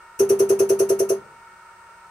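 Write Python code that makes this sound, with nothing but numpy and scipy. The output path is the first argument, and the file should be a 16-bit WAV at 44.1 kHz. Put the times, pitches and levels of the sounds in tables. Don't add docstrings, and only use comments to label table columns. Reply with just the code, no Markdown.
import sys
import numpy as np
from scipy import signal
from scipy.fft import irfft
from scipy.io import wavfile
from scipy.ndimage import uniform_filter1d

SR = 44100
rng = np.random.default_rng(int(sys.argv[2]) if len(sys.argv) > 2 else 0)


def inscribe(sig):
    pcm = np.round(np.clip(np.atleast_2d(sig).T, -1, 1) * 32767)
    wavfile.write(sys.argv[1], SR, pcm.astype(np.int16))


N = 92610
AGE = np.arange(SR // 2) / SR
CLICK_RISE_S = 0.0043
FUEL_DELAY_S = 0.01029


def undb(db):
    return 10 ** (np.asarray(db) / 20)


def pan(db):
    return undb(np.array([[db], [-db]]) / 2)


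def wander(rate_hz):
    step = int(SR / rate_hz)
    stairs = np.repeat(rng.standard_normal(N // step + 1), step)
    drift = uniform_filter1d(stairs, step)[:N]
    return drift / drift.std()


def noise(gain, wide_hz, size=len(AGE)):
    f = np.fft.rfftfreq(size, 1 / SR) + 1e-3
    mid, side = np.exp(2j * np.pi * rng.random((2, len(f))))
    apart = np.clip(np.hypot(.25, f / wide_hz / 2), 0, 1)
    hiss = irfft(gain(f) * (mid + apart * side * np.array([[1], [-1]])), size)
    return hiss / hiss.std()


def colour(points):
    hz, db = np.array(points).T
    return lambda f: undb(np.interp(np.log(f), np.log(hz), db))


def band(hz, width):
    return noise(lambda f: 1 / (1 + (2 * (f - hz) / width) ** 4) ** .5, wide_hz=500)


def ring(delay, rise, t60):
    age = np.maximum(AGE - delay, 0)
    return (1 - np.exp(-age / rise)) * np.exp(-np.log(1000) * age / t60)


def fan():
    multiples = [1, 2, 5, 8, 10, 12, 15]
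    levels = [-74.5, -69, -53.5, -61, -63, -65.5, -75.5]
    # f/Hz, relative level/dB
    air = [(20, -18), (35, -16), (60, -11.5), (140, -14), (200, -19), (300, -27), (370, -13), (430, -14.5),
           (600, -12.5), (800, -12.5), (970, -1), (1100, -15), (1350, 4.5), (1570, -15), (1800, -10),
           (2050, -19), (2350, -16.5), (3300, -28), (6000, -27.5), (7200, -31), (8400, -22), (9400, -29),
           (10600, -42), (16000, -33)]
    base_hz, waver, flutter_db = 184.63, 0.000394, 1.7
    phase = 2 * np.pi * base_hz * np.cumsum(1 + waver * wander(4.78)) / SR
    whine = sum(undb(db + flutter_db * wander(9.03)) * np.sqrt(2) * np.sin(multiple * phase)
                for multiple, db in zip(multiples, levels))
    return whine + undb(-48.5) * noise(colour(air), wide_hz=1760, size=N)


def bench_kick():
    return undb(-43) * ring(0, CLICK_RISE_S, t60=0.15) * np.sin(2 * np.pi * 103.6 * AGE)


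def valve_click():
    # f/Hz, width/Hz, level/dB, delay/s, t60/s
    steel_bands = [(2645, 460, -45, 0.0013, 0.11), (4450, 690, -48.5, 0.00034, 0.2),
                   (5190, 350, -49, 0.0016, 0.212), (5870, 390, -29.5, 0.0053, 0.083),
                   (6264, 460, -36, 0.006, 0.16), (7830, 820, -42, 0.00097, 0.14),
                   (9070, 910, -37.5, 0.00096, 0.14), (9980, 380, -31.5, 0.0011, 0.073),
                   (10340, 330, -34, 0.0013, 0.083), (10750, 500, -38.5, .002, 0.16),
                   (11445, 310, -39.5, .002, 0.1), (12300, 2400, -41.5, .0005, 0.139),
                   (13670, 1000, -34.5, 0.00187, 0.085)]
    return np.array([2 * undb(db) * band(hz, width) * ring(delay, CLICK_RISE_S, t60)
                     for hz, width, db, delay, t60 in steel_bands])


def valve_clink():
    # f/Hz, level/dB
    steel_notes = [(2790, -43), (4400, -47), (5778, -35.5), (6105, -46.5), (6234, -41), (6412, -32),
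                   (9012, -25), (9722, -30), (9835, -36), (10164, -42.5), (10234, -34), (10325, -27.5),
                   (10853, -44.5), (13378, -34)]
    notes = sum(undb(db) * np.sin(2 * np.pi * (hz * AGE + rng.random((2, 1)))) for hz, db in steel_notes)
    return notes * ring(0.00034, CLICK_RISE_S, t60=0.15)


def workshop_echo():
    # f/Hz, relative level/dB
    room = [(30, -24), (60, -17), (100, -1), (135, -7.5), (168, -16), (230, 3), (288, -13), (380, 3.5),
            (500, 4.5), (600, -1), (800, -3), (1400, -7), (2000, -15), (3500, -22), (8000, -49)]
    delay_s, rise_s, tail_top_hz = 0.0029, 0.0092, 430
    gain = colour(room)
    wash = noise(gain, wide_hz=600)
    tail = noise(lambda f: gain(f) / np.hypot(1, (f / tail_top_hz) ** 2), wide_hz=900)
    return (undb(-31.5) * wash * ring(delay_s, rise_s, t60=0.3)
            + undb(-36) * tail * ring(delay_s, rise_s, t60=0.67))


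def spray():
    return undb(-42) * band(hz=1140, width=510) * ring(0.004, CLICK_RISE_S, t60=0.38)


def thump_note(hz, pan_db, lead_s):
    shift = np.array([[.5], [-.5]]) * lead_s
    return pan(pan_db) * np.sin(2 * np.pi * hz * (AGE - FUEL_DELAY_S + shift))


def chamber(elapsed):
    age = np.maximum(AGE - FUEL_DELAY_S, 0)

    def held(hold_s, release_s):
        return 1 / (1 + np.exp(np.minimum(2 * (age - hold_s) / release_s, 20)))

    attack = np.sin(np.pi / 2 * np.minimum(age / 0.008, 1)) ** 2
    overshoot = 0.52 * pan(4.5) * np.exp(-((age - 0.0099) / 0.0046) ** 2)
    linger = undb(-12.5)
    body = (1 - linger) * held(0.044, 0.011) + linger * held(0.09, 0.013)
    note = thump_note(hz=395.8 - 5.5 * elapsed, pan_db=-0.5, lead_s=0.00009)
    return undb(-13) * attack * (body + overshoot) * note


def cabinet(elapsed):
    # f/Hz, level/dB, t60/s, level change/(dB/s), left minus right/dB, left lead/s
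    notes = [(106.6, -45, 0.49, -5, -3, 0), (142.8, -43.5, 0.76, -0.5, -1, 0),
             (201, -37.5, 0.41, -0.5, -0.5, .0001), (243, -42, 0.11, -11, -9, .0002),
             (252, -31, 0.13, -24, -5.37, .00025), (380, -46.5, 0.26, -9, 15.5, .00002),
             (427.6, -22, 0.12, 13.5, -3, .00003), (474.4, -25, 0.17, -5, 9.5, -.0001),
             (542.7, -24, 0.1162, 9.5, -2.5, .0001), (579.4, -31.5, 0.11, 11.5, 14.5, -.00022),
             (663.5, -30, 0.12, 14.5, -3.3, -0.0028), (828, -42.5, 0.24, -19, -1, .00004)]
    return sum(undb(db + change * elapsed) * ring(0.01363, 0.0063, t60) * thump_note(hz, pan_db, lead_s)
               for hz, db, t60, change, pan_db, lead_s in notes)


def injector():
    # t/s, thump level/dB, click level/dB
    shots = [(0.1894, 2.5, -1), (0.2893, 2.5, -1), (0.389, 2.35, -1.5), (.4890, 2.2, -1.4),
             (0.5891, 1.94, -1), (0.689, 1.6, -1), (0.7888, 1, -0.5), (0.8885, 0.5, -2), (.9885, -1, -1.9),
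             (1.0883, -1.5, -1.8)]
    scatter, strike_spread_db = 0.335, 1.14
    out = np.zeros((2, N))
    usual_bands, clink, echo, kick = valve_click(), valve_clink(), workshop_echo(), bench_kick()
    for start, thump_db, click_db in shots:
        elapsed = start - shots[0][0]
        bands = (usual_bands + scatter * valve_click()) / np.hypot(1, scatter)
        strike = undb(strike_spread_db * rng.standard_normal((len(bands), 1, 1)))
        click = undb(click_db) * pan(1.4) * (clink + (strike * bands).sum(axis=0))
        thump = undb(thump_db) * (kick + chamber(elapsed) + cabinet(elapsed) + echo)
        first = int(start * SR)
        out[:, first:first + len(AGE)] += click + thump + spray()
    return out


def scene():
    return injector() + fan()


def record(dry):
    microphone = signal.butter(4, 15000, fs=SR, output="sos")
    recorder = signal.ellip(8, .2, 70, 15800, fs=SR, output="sos")
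    return signal.sosfilt(recorder, signal.sosfilt(microphone, dry))


dry = scene()
out = record(dry)
inscribe(out)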